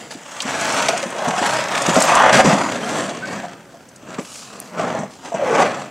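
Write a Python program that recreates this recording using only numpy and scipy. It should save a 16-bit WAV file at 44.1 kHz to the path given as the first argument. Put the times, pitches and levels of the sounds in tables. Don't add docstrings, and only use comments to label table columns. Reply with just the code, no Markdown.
import sys
import numpy as np
from scipy import signal
from scipy.fft import rfft, irfft, next_fast_len
from scipy.io import wavfile
from scipy.ndimage import uniform_filter1d, map_coordinates

SR = 44100
rng = np.random.default_rng(int(sys.argv[2]) if len(sys.argv) > 2 else 0)


def digitize_waveform(pressure):
    field = np.atleast_2d(pressure).T
    bounded = np.clip(field, -1, 1)
    quanta = np.round(bounded * 32767).astype(np.int16)
    wavfile.write(sys.argv[1], SR, quanta)


N = 260190

# f/Hz, level/dB
AIR_COLOUR = [(18, -55), (30, -10), (195, -6.5), (346, -8), (597, -12.5), (928, -20), (1030, -24),
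              (1650, -24), (7630, -32), (15000, -31)]
# f/Hz, side minus mid/dB
AIR_SIDE = [(40, -7), (150, -13.5), (600, -11), (2400, -1), (8000, -3), (12000, -24)]
# f/Hz, t60/s
ECHO_DECAY = [(200, 0.12), (2000, 0.34), (10000, 0.77)]
# f/Hz, level/dB
ECHO_COLOUR = [(60, -21), (200, -31), (600, -30), (1200, -27.5), (2300, -17.5), (4500, -18), (8000, -27.5),
               (12000, -12)]
# f/Hz, left minus right/dB
PORT_MISMATCH = [(100, 0.5), (1000, 0.07), (2200, 0.93), (4500, -0.5), (8000, 0.8)]
# f/Hz, level/dB
STEEL_COLOUR = [(21, -67), (35, -89), (81, -22), (139, -6), (198, -3), (375, -7), (640, 2), (963, -4),
                (1120, -6.5), (1640, -9), (2410, -14.5), (2810, -17), (4330, -17.5), (7790, 7),
                (15500, -52)]
# f/Hz, width/Hz, level/dB
STEEL_MODES = [(130, 56, -0.5), (223, 61, -2), (252, 70, 1), (567, 46, 0), (655, 70, -18), (790, 40, -28),
               (1000, 180, -1.5), (1250, 130, -4.5), (1625, 84, -4), (1710, 45, -10), (2490, 75, -8.5),
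               (2660, 210, -2), (3130, 90, -19), (3370, 87, 5.5), (4950, 120, 2), (5950, 320, 15),
               (7300, 300, -1), (7950, 300, -1)]
# f/Hz, level/dB
GRIT_COLOUR = [(1180, -30), (2000, 6), (2650, 10), (3460, -4.5), (3740, -5.5), (4320, -7.5), (5450, -10.5),
               (7610, -7.5), (11800, -28.5), (14200, -33), (15500, -37)]
# t/s, f/Hz, level/dB
SWISH_PATH = [(4.2, 7750, -48), (4.28, 7200, -46), (4.37, 6200, -36.5), (4.46, 5140, -44),
              (4.54, 4800, -58)]
# t/s, f/Hz, level/dB
GROAN_PATH = [(5.36, 660, -46), (5.4, 605, -25), (5.425, 584, -18), (5.47, 504, -21.5), (5.51, 450, -18.5),
              (5.55, 460, -20), (5.6, 480, -28)]
# t/s, length/s, f/Hz, level/dB
STEEL_SQUEAKS = [(2.819, 0.038, 3190, -34.5), (3.219, 0.046, 1540, -25)]
# t/s, level/dB, f/Hz
GRIT_SNAPS = [(.108, -28, 2880), (.403, -5.5, 3150), (.42, -8.5, 6100), (.611, -9.5, 6900),
              (.723, -11, 7270), (0.884, -1.5, 2200), (.887, -2, 5820), (.976, -8.5, 6000),
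              (1.104, -20, 7980), (1.285, -11, 6560), (1.307, -12.5, 2160), (1.752, -3.5, 1860),
              (1.783, -17, 6000), (1.82, -6.5, 7140), (1.943, -7, 7220), (1.965, -14, 6100),
              (2.002, -4, 7400), (2.022, 2.5, 7400), (2.152, -3, 7150), (2.328, -5.5, 4200),
              (2.409, -20, 3950), (2.72, -8, 1570), (3.273, -20, 4570), (3.888, -29, 6950),
              (3.96, -27.5, 6870), (4.144, -22, 2000), (4.185, -21, 1900), (4.194, -18.5, 2100)]
# t/s, level/dB, f/Hz, t60/s
RIB_KNOCKS = [(.794, -9.5, 940, 0.34), (.887, -3.5, 670, 0.11), (.932, -9, 724, 0.094),
              (1.03, -13.5, 543, 0.15), (1.422, -7, 935, 0.079), (1.961, 0.5, 642, 0.13),
              (2.388, 2, 752, 0.17), (3.098, -15.5, 693, 0.11), (3.432, -18.5, 703, 0.23),
              (3.738, -30.5, 680, 0.12), (4.069, -39, 880, 0.021), (4.183, -17.5, 1175, 0.059),
              (4.796, -11, 685, 0.086), (4.949, -8.5, 670, 0.033), (5.033, -15.5, 648, .03),
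              (5.319, -15, 673, 0.18), (5.341, -9, 645, 0.075), (5.6, -4.5, 782, 0.087),
              (5.62, -3, 730, 0.073)]
# t/s, level/dB, f/Hz
PANEL_THUMPS = [(0.15, -24.5, 258), (0.451, -17, 266), (1.056, -18, 226), (1.274, -14, 164),
                (1.412, -13, 293), (1.881, -5.5, 340), (1.881, -13, 124), (1.962, -6, 258),
                (2.345, -7, 238), (2.443, -5, 199), (2.468, -5.5, 150), (2.529, -6.5, 201),
                (3.356, -21, 243), (4.026, -30, 252), (4.083, -26, 310), (4.185, -13, 257),
                (4.834, -20, 220), (4.987, -15.5, 177), (5.033, -22.5, 236), (5.342, -18.5, 205)]
# t/s, level/dB, f/Hz, t60/s
DRY_TICK = [(4.602, -11.5, 10500, 0.0019)]
# t/s, f/Hz
RASP_SHADE = [(0, 2130), (2.4, 1840), (3.4, 1690), (4.7, 1420), (5.9, 1600)]
# t/s, 20 dB rise in effort/s, build/s, 20 dB fall in effort/s, drone crest level/dB,
# build-up/dB, rumble over drone/dB, rasp over drone/dB, grit over drone/dB, drone crest f/Hz
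TUGS = [(0, .02, 0.0073, 0.27, -39.5, 3.5, -2.5, -1.5, -1, 560),
        (0.111, 0.013, 0.025, 0.16, -43, -7, -19, 0, 1.5, 800),
        (.28, 0.26, .15, 0.036, -37, 4, -19, -1, 0, 716),
        (0.472, 0.082, 0.32, 0.56, -23.5, 5, -8.5, 0, -3.5, 840),
        (1.159, 0.13, 0.12, 0.44, -20.5, 6, -16, -9, -14.5, 760),
        (1.389, 0.12, .12, 0.51, -21.5, 3, -11, -2, -6.5, 905),
        (1.719, 0.091, 0.34, 0.42, -19, 6.5, -12.5, -4, -5.5, 882),
        (2.099, .05, .2, 0.066, -12, 2.5, -17.5, -5.5, -23, 930),
        (2.33, 0.013, 0.079, 0.035, -16, -1, -5.5, 1.5, -7, 770),
        (2.445, 0.045, 0.073, 0.29, -16.5, 1, -6, -5, -11, 770),
        (2.62, 0.11, 0.11, 0.28, -29, 0.5, -1, -3, -7, 670),
        (2.848, 0.31, 0.14, 0.35, -25.5, 4, -1.5, -2.5, -6, 740),
        (3.279, 0.22, 0.047, 0.34, -32, 3.5, -0.5, -0.5, -7, 656),
        (4.04, 0.059, 0.096, 0.18, -38, 11, 0, 0, -8.5, 720),
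        (4.26, 0.11, 0.21, 0.57, -52.5, -1, -12, 1, 8.5, 770),
        (4.56, 0.22, 0.1, 0.17, -45.5, -1.5, 1, -4, -3, 650),
        (4.798, 0.097, 0.2, .13, -29, -3.5, -2.5, -6, -17.5, 752),
        (5.11, .04, 0.017, 0.72, -51.5, -1, 0, -6, 2.5, 650),
        (5.252, 0.059, 0.032, 0.11, -37, -1.5, -5.5, -4.5, -6, 646),
        (5.35, .04, 0.26, 0.24, -15, 15.5, -11, -6, -15.5, 750),
        (5.73, .06, 0.072, 0.17, -32, 8, -4.5, -8, -9, 646)]
EFFORT_SLOPES = [0.89, 1.254, 1.084, 1.32]
# rumble/dB, drone/dB, rasp/dB, grit/dB
CREEP_LEVELS = [-52, -54, -54, -57.5]
# f/Hz, level/dB
SNAP_COLOUR = [(1000, -6.5), (8000, 8.0), (11000, -3.5), (15500, -13)]


def amp(db):
    return 10 ** (np.asarray(db) / 20)


def unit(x):
    return x / np.sqrt(np.mean(x ** 2) + 1e-20)


def along(points, hz):
    f, v = np.transpose(points)
    return np.interp(np.log(hz + 1), np.log(f + 1), v)


def curves(rows):
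    s, *cols = np.transpose(rows)
    return [np.interp(np.arange(N) / SR, s, c) for c in cols]


def wobble(rate):
    knots = rng.standard_normal(int(N * rate / SR) + 4)
    return map_coordinates(knots, [np.arange(N) * rate / SR])


def filtered(x, response):
    n = x.shape[-1]
    m = next_fast_len(n + SR // 4)
    return irfft(rfft(x, m) * response(np.fft.rfftfreq(m, 1 / SR)), m)[..., :n]


def band(hz, low_hz, high_hz, order=10):
    return ((1 + (low_hz / (hz + 1)) ** order) * (1 + (hz / high_hz) ** order)) ** -.5


def hump(hz, centre_hz, octaves):
    return 1 / np.sqrt(1 + (np.log2((hz + 1) / centre_hz) / octaves) ** 4)


def swept(x, centre_hz, octaves):
    hz, t, z = signal.stft(x, SR, nperseg=1024)
    centre = np.interp(t, np.arange(N) / SR, centre_hz)
    return signal.istft(z * hump(hz[:, None], centre, octaves), SR, nperseg=1024)[1][:N]


def sustained(x, size=1200):
    power = uniform_filter1d(uniform_filter1d(x * x, size), size)
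    return x / np.sqrt(abs(power) + 1e-20)


def air():
    noise = rng.standard_normal((2, N))
    mid, side = filtered(noise, lambda hz: amp(along(AIR_COLOUR, hz)) * band(hz, 68, 14500, order=6))
    side = filtered(side, lambda hz: amp(along(AIR_SIDE, hz)))
    return amp(-52.0) * unit(np.array([mid + side, mid - side]))


def tree_echo(x):
    hz, t, z = signal.stft(rng.standard_normal((2, SR // 2)), SR, nperseg=256)
    decay = amp(-60 * t / along(ECHO_DECAY, hz)[:, None])
    tail = signal.istft(z * decay, SR, nperseg=256)[1]
    echo = signal.fftconvolve(x[None], tail / np.linalg.norm(tail[0]), axes=1)[:, :N]
    return filtered(echo, lambda hz: amp(along(ECHO_COLOUR, hz)))


def slips(rate, spread_db, smooth):
    chance, size, rub = rng.random(N), rng.standard_normal(N), rng.standard_normal(N)
    kicks = (chance < rate / SR) * np.sign(rub) * amp(spread_db * np.clip(size, -2, 2))
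    return unit(kicks) + smooth * rng.standard_normal(N)


def glide(path, octaves, rate):
    centre_hz, db = curves(path)
    gate = np.interp(np.arange(N) / SR, [path[0][0], path[-1][0]], [1, 1], 0, 0)
    rub = slips(rate, spread_db=5.0, smooth=0.96)
    return gate * amp(db) * sustained(swept(rub, centre_hz, octaves))


def swish():
    return filtered(glide(SWISH_PATH, octaves=0.54, rate=2500), lambda hz: band(hz, 1500, 10700, order=8))


def groan():
    return glide(GROAN_PATH, octaves=0.11, rate=820)


def squeaks(scoop=0.1, scoop_s=0.0065):
    out = np.zeros(N)
    for s, length, pitch_hz, db in STEEL_SQUEAKS:
        age = np.clip(np.arange(N) / SR - s, 0, length)
        hz = pitch_hz * (1 - scoop * np.exp(-age / scoop_s) + 0.0147 * wobble(230))
        envelope = np.sin(np.pi * age / length) * amp(db + 1.2 * wobble(200))
        out += envelope * unit(np.sin(2 * np.pi * np.cumsum(hz) / SR))
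    return out


def steel(hz):
    peaks = sum(amp(db) ** 2 / (1 + (2 * (hz - centre) / width) ** 2) for centre, width, db in STEEL_MODES)
    return amp(along(STEEL_COLOUR, hz)) * np.sqrt(1 + peaks)


def blows(rows, colour, octaves, attack_s, tone):
    out, t = np.zeros(N + SR), np.arange(SR // 4) / SR
    for s, db, centre_hz, t60 in rows:
        noise = rng.standard_normal(len(t))
        body = unit(filtered(noise, lambda hz: colour(hz) * hump(hz, centre_hz, octaves)))
        envelope = (1 - np.exp(-t / attack_s)) * amp(-60 * t / t60)
        ring = (body + tone * np.sin(2 * np.pi * centre_hz * t)) * envelope
        out[round(s * SR):][:len(t)] += amp(db) * ring / abs(ring).max()
    return out[:N]


def impacts(snap_t60=0.039, thump_t60=0.13):
    snaps = blows([(*row, snap_t60) for row in GRIT_SNAPS], lambda hz: amp(along(SNAP_COLOUR, hz)),
                  octaves=0.53, attack_s=0.00023, tone=0.45)
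    knocks = blows(RIB_KNOCKS, steel, octaves=0.47, attack_s=0.0012, tone=1.7)
    thumps = blows([(*row, thump_t60) for row in PANEL_THUMPS], steel,
                   octaves=0.63, attack_s=0.0031, tone=0.6)
    tick = blows(DRY_TICK, lambda hz: band(hz, 7900, 8400), octaves=0.25, attack_s=0.00019, tone=.3)
    return amp(-5.5) * snaps + amp(-2.5) * knocks + amp(-1.0) * thumps + tick


def catches(rate, spread_db, t60):
    t = np.arange(SR // 20) / SR
    chance, size, noise = rng.random(N), rng.standard_normal(N), rng.standard_normal(N)
    snags = (chance < rate / SR) * amp(spread_db * np.clip(size, -2, 1.5))
    return unit(noise * signal.fftconvolve(snags, amp(-60 * t / t60))[:N])


def crackle(grit_db, under_db=16.5, off_stack_s=2.2):
    grains = catches(rate=40, spread_db=7, t60=0.0074)
    cracks = unit(filtered(grains, lambda hz: band(hz, 3500, 10000, order=5)))
    return cracks * amp(grit_db - under_db) * (np.arange(N) / SR < off_stack_s)


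def ringing(x, t60, ring_db, count=24):
    t = np.arange(SR // 4) / SR
    tails = rng.standard_normal((count, len(t))) * amp(-60 * t / t60)
    out = np.zeros(N + len(t))
    for stretch, tail in zip(np.array_split(np.arange(N), count), tails):
        ring = signal.fftconvolve(x[stretch], tail / np.linalg.norm(tail))
        out[stretch[0]:][:len(ring)] += ring
    return x + amp(ring_db) * out[:N]


def shifting(x, depth_db):
    z = signal.stft(x, nperseg=512)[2]
    patches = uniform_filter1d(rng.standard_normal(z.shape), size=7, axis=0)
    patches = uniform_filter1d(patches, size=22, axis=1)
    return signal.istft(z * amp(depth_db * unit(patches)), nperseg=512)[1][:N]


def pulls(slack_hz=616):
    t = np.arange(N) / SR
    power, bend_hz = amp(CREEP_LEVELS)[:, None] ** 2, slack_hz
    for start, grip_s, build_s, fade_s, db, build_db, rumble_db, rasp_db, grit_db, crest_hz in TUGS:
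        age = t - start
        grip_db = 20 * np.minimum(age, 0) / grip_s
        fade_db = -20 * np.maximum(age - build_s, 0) / fade_s
        effort_db = grip_db - build_db * np.clip(1 - age / build_s, 0, 1) + fade_db
        crest_db = db + np.array([[rumble_db], [0], [rasp_db], [grit_db]])
        power = power + amp(crest_db + np.outer(EFFORT_SLOPES, effort_db)) ** 2
        bend_hz = bend_hz + (crest_hz - slack_hz) * amp(effort_db)
    judder_db = 0.22 * wobble(rate=24)
    return 10 * np.log10(power) + judder_db, bend_hz


def scrape():
    (rumble_db, drone_db, rasp_db, grit_db), bend_hz = pulls()
    shade_hz, = curves(RASP_SHADE)
    contact = ringing(slips(rate=1600, spread_db=3.0, smooth=0.68), t60=0.14, ring_db=-7.5)
    crush = ringing(slips(rate=2200, spread_db=2, smooth=0.8), t60=0.08, ring_db=-8)
    snags = catches(rate=120, spread_db=-1.0, t60=0.022)
    chatter = wobble(rate=95)
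    rasp_colour = lambda hz: steel(hz) * band(hz, 1250, 3260)
    grit_colour = lambda hz: amp(along(GRIT_COLOUR, hz)) * band(hz, 3940, 13500)
    panel = sustained(filtered(contact, lambda hz: steel(hz) * band(hz, 62, 370)))
    ribs = filtered(contact, lambda hz: steel(hz) * band(hz, 286, 1250))
    ribs = sustained(swept(shifting(ribs, depth_db=2.5), bend_hz, octaves=0.71))
    edge = shifting(filtered(contact, rasp_colour), depth_db=1.47)
    edge = sustained(swept(edge, shade_hz, octaves=1.0))
    edge += amp(-8.0) * unit(filtered(snags, rasp_colour))
    grit = sustained(shifting(filtered(crush, grit_colour), depth_db=2.5))
    grit += amp(-6.5) * unit(filtered(snags, grit_colour))
    return (panel * amp(rumble_db + 0.88 * chatter)
            + ribs * amp(drone_db + chatter)
            + edge * amp(rasp_db + 1.7 * chatter)
            + grit * amp(grit_db + 1.04 * chatter)
            + crackle(grit_db))


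def scene():
    sheet = scrape() + impacts() + squeaks() + groan() + swish()
    half_each = np.array([[.5], [-.5]])
    direct = filtered(sheet, lambda hz: amp(half_each * along(PORT_MISMATCH, hz)))
    return direct + tree_echo(sheet) + air()


def record(dry, lopsided=0.013, knee=6, top_hz=15800):
    bent = dry + lopsided * dry ** 2
    rounded = bent / (1 + abs(bent) ** knee) ** (1 / knee)
    return filtered(rounded, lambda hz: hz < top_hz)


dry = scene()
out = record(dry)
digitize_waveform(out)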